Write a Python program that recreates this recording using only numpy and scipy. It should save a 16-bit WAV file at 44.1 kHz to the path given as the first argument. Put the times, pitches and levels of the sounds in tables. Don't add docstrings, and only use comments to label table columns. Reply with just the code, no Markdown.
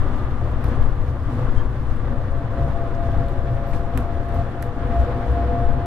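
import sys
import numpy as np
from scipy import signal
from scipy.fft import rfft, irfft, next_fast_len
from scipy.io import wavfile
from scipy.ndimage import uniform_filter1d

SR = 44100
rng = np.random.default_rng(int(sys.argv[2]) if len(sys.argv) > 2 else 0)


def to_wav(sig):
    pcm = np.clip(np.atleast_2d(sig), -1, 1) * 32767
    pcm = np.round(pcm).astype(np.int16)
    wavfile.write(sys.argv[1], SR, pcm.T)


def rack_gain(trim_db):
    fader = np.asarray(trim_db, float)
    return 10 ** (fader / 20)


N = 258413
MEAN_ROUGH_DB = -41
CONTACT_S = 0.001
STRUCK_LIKENESS = 0.3


def rms_one(x):
    return x / np.sqrt(np.mean(x ** 2) + 1e-20)


def in_time(rows):
    s, *columns = np.transpose(rows)
    return [np.interp(np.arange(N) / SR, s, c) for c in columns]


def at_hz(points, hz):
    point_hz, point_db = np.transpose(points)
    return np.interp(np.log(hz), np.log(point_hz), point_db)


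def sides(pan_db):
    return rack_gain(np.array([pan_db / 2, -pan_db / 2]))


def drift(rate_hz):
    pole = np.exp(-80 * np.pi * rate_hz / SR)
    noise = rng.standard_normal(N // 40 + 2002)
    slow = signal.lfilter([1], [1, -2 * pole, pole * pole], noise)[2000:]
    return np.interp(np.arange(N) / 40, np.arange(len(slow)), rms_one(slow))


def swells(rows, width_s=None):
    t = np.arange(0, N / SR + .004, .002)
    rise_db = np.zeros(len(t))
    for s, peak_db, *own_s in rows:
        bell_s = own_s[0] if own_s else width_s
        rise_db += peak_db * np.exp(-((t - s) / bell_s) ** 2)
    return np.interp(np.arange(N) / SR, t, rise_db)


def cabin_noise(spectrum, shared_db, own_db, rate_hz, count):
    # (frequency [Hz], left-right likeness [-1..1])
    likeness = [(20, 1), (130, 1), (290, 0.94), (640, 0.89), (1410, 0.61), (3100, 0.1), (6820, -0.074),
                (15000, -0.15)]
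    # (frequency [Hz], left-right difference [dB])
    lean = [(60, 2.5), (300, 0.3), (700, 2.5), (1400, 0.5), (4400, 1.4), (9000, 1), (15000, 0.5)]
    size = next_fast_len(N)
    hz = np.maximum(np.arange(size // 2 + 1) * SR / size, 1)
    mid, side = rfft(rng.standard_normal((2, size)))
    alike = np.clip(at_hz(likeness, hz), -1, 1)
    mid = np.sqrt(1 + alike) * mid
    side = np.sqrt(1 - alike) * side
    pair = np.array([mid + side, mid - side])
    pair = pair * rack_gain(at_hz(spectrum, hz)) * sides(at_hz(lean, hz))
    low_hz, high_hz = spectrum[0][0], spectrum[-1][0]
    place = np.log(hz / low_hz) / np.log(high_hz / low_hz) * count
    pair = pair * ((place > 0) & (place < count))
    together, out = drift(rate_hz), 0
    for k in range(count + 1):
        band = irfft(pair * np.clip(1 - abs(place - k), 0, 1), size)[:, :N]
        out = out + band * rack_gain(shared_db * together + own_db * drift(rate_hz))
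    return out / np.sqrt(np.mean(out.mean(0) ** 2))


def evened(x, span_s):
    size = round(span_s * SR)
    power = uniform_filter1d(x.mean(0) ** 2, size=size)
    return x / np.sqrt(uniform_filter1d(power, size=size) + 0.021)


def tone(phase, wobble_db, blur_rad, lead_rad=0.0, spread_rad=0.49):
    common = phase + blur_rad * drift(7.6)
    apart = lead_rad + spread_rad * drift(1.16)
    return np.sqrt(2) * np.sin([common + apart / 2, common - apart / 2]) * rack_gain(wobble_db * drift(45.0))


def ride():
    # (time [s], level [dB])
    rough = [(0, -35), (.3, -40.5), (.75, -38.5), (1.15, -42), (1.45, -38.5), (1.8, -41.5), (2.4, -41),
             (2.7, -39.5), (3.2, -40.5), (3.45, -40.5), (4.2, -40.5), (4.75, -41), (4.95, -37), (5.55, -38),
             (5.86, -39.5)]
    # (time [s], low shell [dB], upper shell [dB], floor [dB], rattle [dB])
    jolts = [(.02, -2, 5, -3, 0.5), (.12, -2, -4, -1.5, 2), (.22, 3, 2.5, -0.5, 2), (.45, 6, 7.5, 0, 2),
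             (.68, 9, 5, 2, 5), (.8, 6, 6.5, 0.5, 3), (.96, -8, 4.5, -3, 0.5), (1.09, 7.5, 6.5, -1.5, 3),
             (1.22, 4.5, -0.5, -2, 1), (1.33, -1, 7, 1.5, 4), (1.42, -6, 7.5, 0.5, 4),
             (1.57, 1, 8.5, -0.5, 3.5), (1.7, 6, 2, -1.5, 0.5), (1.8, -0.5, 3, -1.5, 1.5),
             (1.92, 3, 1, -0.5, 2.5), (2.07, 7, 5, 1, 0.5), (2.3, 0.5, 3.5, -0.6, 0),
             (2.47, 3, 6, -0.5, -1.5), (2.6, 0, 7, 1.5, 2), (2.679, 6, 4.5, 0, 2), (2.88, -2, -2, 0, 1),
             (3.08, 6, 4.5, 1.5, 3.5), (3.19, 5, 7.5, 2.5, 2.5), (3.3, -5, 4, 0, 2), (3.53, -9, 9, 0, 2),
             (3.66, -6, -3, -0.5, 0), (3.75, -1, 3.5, 2, 9), (3.989, -4, 6, 3, 5),
             (4.14, 5, -0.5, -0.2, 1.5), (4.38, 10, 6, 3.5, 6), (4.56, -4, -7, 0, -0.5),
             (4.852, 6, 0, 1.5, 0.5), (5.0, 8, 0.5, 0, 4), (5.15, 5, 3.5, -0.5, 0.5), (5.3, 9.5, -1, -1, 2),
             (5.6, 7, 5, 0, 0.5), (5.78, 7, 7, -0.5, -1)]
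    widths_s = 0.037, 0.047, 0.048, 0.055
    s, *rises = np.transpose(jolts)
    return in_time(rough)[0] - MEAN_ROUGH_DB, *[swells(zip(s, r), w_s) for r, w_s in zip(rises, widths_s)]


def pitching():
    # (frequency [Hz], density [dB per Hz])
    nod_spectrum = [(20, -19), (26, -1), (32, 1), (37, -6.5), (43, -28)]
    return rack_gain(-35) * evened(cabin_noise(nod_spectrum, .3, .3, 4.0, count=1), .12)


def sway():
    # (frequency [Hz], density [dB per Hz])
    sway_spectrum = [(6, -1), (14, -1), (22, -4), (27, -7), (33, -8), (38, -17), (42, -18)]
    # (time [s], level [dB])
    rocking = [(0, -15), (.2, -19.5), (.55, -22.5), (.88, -13.5), (1.1, -25), (1.55, -15), (1.75, -25.5),
               (1.92, -17.5), (2.3, -22), (2.5, -23), (3.2, -19.5), (3.95, -22.5), (4.4, -23.5), (4.6, -26),
               (5.1, -25.5), (5.45, -29.5), (5.7, -14), (5.86, -32)]
    return rack_gain(in_time(rocking)[0]) * evened(cabin_noise(sway_spectrum, 0.26, .3, 3.9, count=1), 0.71)


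def trim_hiss(rough_db, rattle_db):
    # (frequency [Hz], density [dB per Hz])
    hiss_spectrum = [(2650, -1.5), (4500, -4), (5800, -7.5), (7830, -10), (9870, -12), (13800, -15),
                     (15100, -18), (15900, -21)]
    level_db = -65.5 + 0.4 * rough_db + rattle_db
    return rack_gain(level_db) * evened(cabin_noise(hiss_spectrum, 0.98, .6, 30.0, count=3), 0.11)


def floor_drone(rough_db, floor_db):
    # (frequency [Hz], density [dB per Hz])
    drone_spectrum = [(97, -54), (165, -10), (200, -11), (237, -5), (313, -8.5), (338, -13), (371, -9),
                      (398, -19), (430, -13.5), (455, -16), (489, -6), (521, -16), (544, -13), (900, -21),
                      (1170, -25.5), (1980, -120)]
    level_db = -34 + 0.87 * rough_db + floor_db
    return rack_gain(level_db) * evened(cabin_noise(drone_spectrum, 0.37, 1.9, 37.0, count=4), 0.1)


def tyre_roar(rough_db, floor_db):
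    # (frequency [Hz], density [dB per Hz])
    roar_spectrum = [(500, -6), (850, -7.5), (905, -13), (960, -5.5), (1150, -2.5), (1310, -6),
                     (1740, -9.5), (2360, -20), (3240, -24), (3480, -23), (3640, -26), (6500, -45.5),
                     (8450, -73), (14300, -120)]
    level_db = MEAN_ROUGH_DB + rough_db + 0.78 * floor_db
    return rack_gain(level_db) * evened(cabin_noise(roar_spectrum, 0.91, 0.36, 22.0, count=3), 0.17)


def shell_boom(rough_db, shell_db, upper_db):
    # (frequency [Hz], density [dB per Hz])
    boom_spectrum = [(22, -19), (32, -14.5), (42, -12.5), (52, 1.5), (61, 0), (75, -2.5), (88, -4),
                     (105, -13.5), (125, -41)]
    # (frequency [Hz], density [dB per Hz])
    thump_spectrum = [(65, -48), (80, -5), (95, 0), (118, 4), (140, -4.5), (165, -25), (210, -66)]
    boom_db = -28.5 + 0.35 * rough_db + shell_db
    thump_db = -30.5 + 0.33 * rough_db + upper_db
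    boom = rack_gain(boom_db) * evened(cabin_noise(boom_spectrum, 0.2, 0.43, 5.5, count=1), 0.043)
    thump = rack_gain(thump_db) * evened(cabin_noise(thump_spectrum, 0.31, 0.24, 7.8, count=1), 0.068)
    return boom + thump


def squeaks():
    # (time [s], length [s], pitch [Hz], level [dB], overtone [dB])
    slips = [
        (1.562, .028, 3180, -52, -15),
        (1.588, .024, 3180, -50, -22),
        (1.61, .025, 3180, -60, -24),
        (1.96, .015, 8400, -66, -40),
        (3.666, .06, 13500, -61, -40),
        (3.68, .025, 12250, -67, -40),
        (4.341, .018, 11500, -59, -40),
        (4.345, .02, 14400, -69, -40),
    ]
    out = np.zeros((2, N))
    for s, length_s, pitch_hz, level_db, overtone_db in slips:
        t = np.arange(round(length_s * SR)) / SR
        beat_db = 2.0 * np.sin(2 * np.pi * 110 * t)
        shape = np.sin(np.pi * (t / length_s) ** .6) * rack_gain(level_db + beat_db)
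        steps = rng.standard_normal((2, round(.06 * SR)))
        wander = np.cumsum(steps, axis=1)[:, :len(t)] * .05 * (pitch_hz / 9000) ** 2
        phase = 2 * np.pi * pitch_hz * t + wander
        overtones = rack_gain(overtone_db) * (np.sin(2 * phase) + .15 * np.sin(3 * phase))
        sound = np.sin(phase) + (pitch_hz < SR / 8) * overtones
        at = round(s * SR)
        out[:, at:at + len(t)] += np.sqrt(2) * sound * shape
    return out


def ticks():
    # (frequency [Hz], density [dB per Hz])
    crack_spectrum = [(1000, -3), (1800, -2), (3000, -5), (4800, -4), (6500, -5), (8500, -1.5), (12000, 0),
                      (14000, -2), (15200, -7), (16000, -16)]
    # (time [s], peak [dB], decay [s], left-right [dB], thud below 5 kHz [dB])
    fittings = [(0.0015, -57, 0.0089, -2, 5), (0.641, -39, 0.012, -4, 10), (0.6818, -52, 0.008, -2, -4),
                (0.6865, -54, 0.01, -3, -8), (0.696, -58, .01, 0, 4), (0.756, -58, .01, 0, 3),
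                (0.8844, -59, 0.03, 1, 2), (1.8677, -62, 0.01, 1.0, 0.1), (2.5666, -60, .01, 0, 10),
                (2.65, -59, .012, 0, 10), (2.685, -61, 0.0072, 0, 4), (3.014, -64, .01, -2, 10),
                (3.283, -58, 0.04, -2, 0), (3.291, -58, .04, 0, 7), (3.734, -62, 0.02, 1, 4),
                (3.9745, -42.5, 0.004, -7, -9), (3.9748, -36, 0.003, -9, 4.5), (3.9759, -44, .004, -6, 0),
                (4.0036, -54, 0.01, 1, 5), (4.0065, -53, .01, 0, -3), (4.287, -54, 0.014, 4, 5),
                (4.6240, -38, 0.003, -6, 0), (4.6253, -49, .005, -6, 0), (4.665, -54, 0.01, 0, 9),
                (5.3178, -58, .01, 2, 4)]
    thud_late_s, thud_longer, thud_below_hz = 0.001, 1.8, 5000
    tail_db, tail_s, rise_s = -17, 0.16, 0.00013
    t, out = np.arange(round(.08 * SR)) / SR, np.zeros((2, N))
    hz = np.maximum(np.arange(len(t) // 2 + 1) * SR / len(t), 1)
    low = 1 / (1 + (hz / thud_below_hz) ** 4)
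    for s, peak_db, t60_s, pan_db, thud_db in fittings:
        tilt_db = 0.7 * thud_db * np.clip(np.log2(7000 / hz), 0, 2.2)
        colour = rack_gain(at_hz(crack_spectrum, hz) + tilt_db) * (hz > 900)
        noise = rfft(rng.standard_normal((2, len(t)))) * colour
        noise = noise + STRUCK_LIKENESS * noise[::-1]
        gain = rack_gain(peak_db - 0.5) / np.std(irfft(noise, len(t)))
        at = round(s * SR)
        for part, late_s, longer in ((1 - low, 0, 1), (low, thud_late_s, thud_longer)):
            since = np.maximum(t - late_s, 0)
            fall = rack_gain(-60 * np.maximum(since - CONTACT_S, 0) / max(t60_s * longer, .002))
            tail = rack_gain(tail_db - 60 * t / tail_s)
            shape = np.minimum(since / rise_s, 1) * (fall + tail)
            out[:, at:at + len(t)] += gain * irfft(noise * part, len(t)) * shape * sides(pan_db)[:, None]
    return out


def knocks():
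    # (time [s], peak [dB], decay [s], centre [Hz], width [octaves])
    puffs = [(.683, -44, .02, 1500, .5), (2.949, -47, .02, 4600, .45), (2.96, -59, .04, 7500, .5),
             (3.07, -60, .03, 5500, .6), (3.188, -44, .02, 900, .6), (3.283, -46, .03, 3460, .45),
             (3.283, -57, .03, 15000, .2), (3.733, -50, .02, 7800, .4), (3.734, -37, .02, 2222, 0.31),
             (3.9746, -40, .005, 8200, .25), (3.9748, -23, 0.0054, 1900, 0.69), (3.979, -42, .01, 2800, .4),
             (4.022, -28, .015, 800, 0.43), (4.345, -52, .02, 4800, .5), (4.461, -35, .02, 800, .5),
             (4.6257, -39, .005, 4400, .25), (4.6265, -35, .006, 2300, .35), (4.628, -45, .006, 6500, .4),
             (4.6243, -39, 0.0055, 12000, .15), (3.9745, -31, 0.014, 1600, .5),
             (3.9748, -43, .004, 13000, .25), (4.626, -29, .012, 1574, .45), (4.6243, -45, .004, 8900, .15),
             (3.292, -52, .03, 3240, .4), (3.06, -55, .015, 4800, .4), (3.55, -60, .05, 8000, .6),
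             (3.975, -22, .05, 220, 0.55)]
    t, out = np.arange(round(.05 * SR)) / SR, np.zeros((2, N))
    hz = np.maximum(np.arange(len(t) // 2 + 1) * SR / len(t), 1)
    for s, peak_db, t60_s, centre_hz, octaves in puffs:
        noise = rfft(rng.standard_normal((2, len(t))))
        noise = noise + STRUCK_LIKENESS * noise[::-1]
        puff = irfft(noise * np.exp(-(np.log2(hz / centre_hz) / octaves) ** 2), len(t))
        fall_db = -60 * np.maximum(t - CONTACT_S, 0) / max(t60_s, .003)
        shape = np.minimum(t * centre_hz, 1) * rack_gain(peak_db - 3.5 + fall_db)
        at = round(s * SR)
        out[:, at:at + len(t)] += rms_one(puff) * shape
    return out


def panel_hum():
    # (time [s], rise [dB])
    buzzes = [(.74, 15), (2.6, 6), (3.2, 14), (3.72, 13), (3.97, 9), (4.42, 8), (4.55, 7), (4.69, 20),
              (4.87, 23), (5.09, 25.5), (5.24, 15), (5.32, 22.5), (5.4, 10), (5.47, 19.5), (5.54, 22.5),
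              (5.63, 17.5), (5.72, 21), (5.82, 10.5)]
    panel_hz, panel_width_hz = 488, 14
    level_db = -56.5 + swells(buzzes, width_s=0.05)
    phase = 2 * np.pi * panel_hz * np.arange(N) / SR + 0.025 * panel_width_hz * drift(10.0)
    return rack_gain(level_db) * tone(phase, .8, 0.4) * sides(1.3)[:, None]


def shaft_phase():
    # (time [s], rate [turns per s])
    speed = [(0, 62.85), (.65, 62.6), (1.45, 61.9), (2.5, 61.65), (3.05, 61.75), (3.85, 62.1),
             (4.65, 62.45), (5.45, 62.8), (5.86, 62.95)]
    return 2 * np.pi * np.cumsum(in_time(speed)[0]) / SR


def shaft_hum(angle):
    # (time [s], rise [dB])
    throbs = [(.05, 4), (.3, 14), (.55, 14), (.78, 11), (1.09, 6), (1.5, 9), (1.67, 3), (1.9, 14),
              (2.06, 1), (2.28, 2), (2.64, 16), (3.2, 15), (3.51, 9), (3.8, 13), (4.0, 17), (4.25, -8),
              (4.5, 7), (4.87, 0), (5.0, 23), (5.3, 15), (5.46, 19), (5.66, 17)]
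    # (time [s], rise [dB])
    surges = [(.12, 20.5), (.36, 16), (.72, 15), (.85, 10), (1.33, 18.5), (1.42, 7), (1.55, 12), (2.13, 19),
              (2.35, 12.5), (2.58, 17.5), (2.7, 13.5), (2.93, 11.5), (3.15, 11.5), (3.75, -7), (3.97, 19.5),
              (4.05, 13.5), (4.32, -1), (4.6, 8), (4.9, 14), (5.18, 18.5), (5.3, 11), (5.42, 18),
              (5.58, 20), (5.76, 19.5)]
    # (shaft multiple, level [dB])
    steady_lines = [(2, -39.5), (6, -54.5), (152, -87.5)]
    out = rack_gain(-39.5 + swells(throbs, width_s=0.09)) * tone(angle, 0.21, 0.064, spread_rad=.15)
    out += rack_gain(-52 + swells(surges, width_s=0.051)) * tone(4 * angle, 2.1, 0.92, spread_rad=.3)
    for order, level_db in steady_lines:
        out += rack_gain(level_db) * tone(round(order) * angle, 4.6, 0.037 * order ** 0.49 + 0.64)
    return out


def motor_whine(angle):
    # (time [s], level [dB])
    load = [(0, -49.5), (2.0, -62), (2.12, -42.5), (2.55, -37.5), (2.59, -32.5), (3.1, -31), (3.3, -34),
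            (3.5, -34.5), (3.62, -37.5), (3.8, -35), (4.22, -35), (4.29, -32.5), (4.41, -25.5),
            (4.45, -40.5), (4.8, -35.5), (4.88, -38), (4.96, -25), (5.07, -36), (5.25, -33), (5.4, -27),
            (5.65, -28), (5.74, -34), (5.86, -32)]
    # (time [s], depth [dB], half width [s])
    nulls = [(2.28, -22, 0.039), (2.5, -10, 0.046), (2.713, -25, 0.02), (2.915, -8.5, 0.042),
             (3.11, -6, 0.028), (3.17, -13, 0.0079), (3.36, -6, 0.088), (3.44, -7, 0.023),
             (3.545, -7, .014), (3.65, 0, 0.022), (3.86, -3, 0.03), (3.97, -15, 0.022), (4.03, -8, 0.016),
             (4.14, -12, 0.0083), (4.25, -6, 0.016), (4.32, -7, 0.015), (4.37, -16, 0.01),
             (4.445, -22, 0.013), (4.52, -3, 0.027), (4.74, -10, 0.021), (4.865, -3, 0.016),
             (5.045, -4, 0.017), (5.3, -26, 0.025), (5.465, -16, 0.018)]
    # (time [s], rise [dB])
    second_swells = [(2.13, 24.5), (2.35, 20), (2.58, 27), (2.75, 14), (2.88, 11), (3.03, 17.5), (3.22, 18),
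                     (3.35, 13), (3.48, 15), (3.62, 21.5), (3.8, 14), (4.15, 20), (4.38, 19), (4.55, 11),
                     (4.95, 9), (5.1, 5)]
    whine_db = in_time(load)[0] + swells(nulls)
    upper_db = -51 + 0.47 * (whine_db + 38)
    second_db = -64 + swells(second_swells, width_s=0.11)
    coast_db = -46 - 5.0 * np.arange(N) / SR
    out = rack_gain(whine_db) * tone(11 * angle, 1.2, 0.4, lead_rad=.5)
    out += rack_gain(upper_db) * tone(13 * angle, 4.0, 1.0)
    out += rack_gain(second_db) * tone(9 * angle, 1.0, 0.24)
    out += rack_gain(coast_db) * tone(19 * angle, 3.0, 1.5)
    return out


def scene():
    rough_db, shell_db, upper_db, floor_db, rattle_db = ride()
    angle = shaft_phase()
    body = pitching() + sway() + shell_boom(rough_db, shell_db, upper_db)
    rolling = trim_hiss(rough_db, rattle_db) + floor_drone(rough_db, floor_db) + tyre_roar(rough_db, floor_db)
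    loose = squeaks() + ticks() + knocks()
    drive = panel_hum() + shaft_hum(angle) + motor_whine(angle)
    return body + rolling + loose + drive


def roll_off(x):
    return signal.sosfilt(signal.butter(12, 15790, fs=SR, output="sos"), x)


def record(dry):
    port_hz = np.array([16.6, 53.5])
    left_pole, right_pole = np.exp(-2 * np.pi * port_hz / SR)
    right = signal.lfilter([1, -left_pole], [1, -right_pole], dry[1])
    top_cut = signal.ellip(10, .3, 45, 15760, fs=SR, output="sos")
    mix = signal.sosfilt(top_cut, np.array([dry[0], right]))
    return roll_off(mix)


dry = scene()
out = record(dry)
to_wav(out)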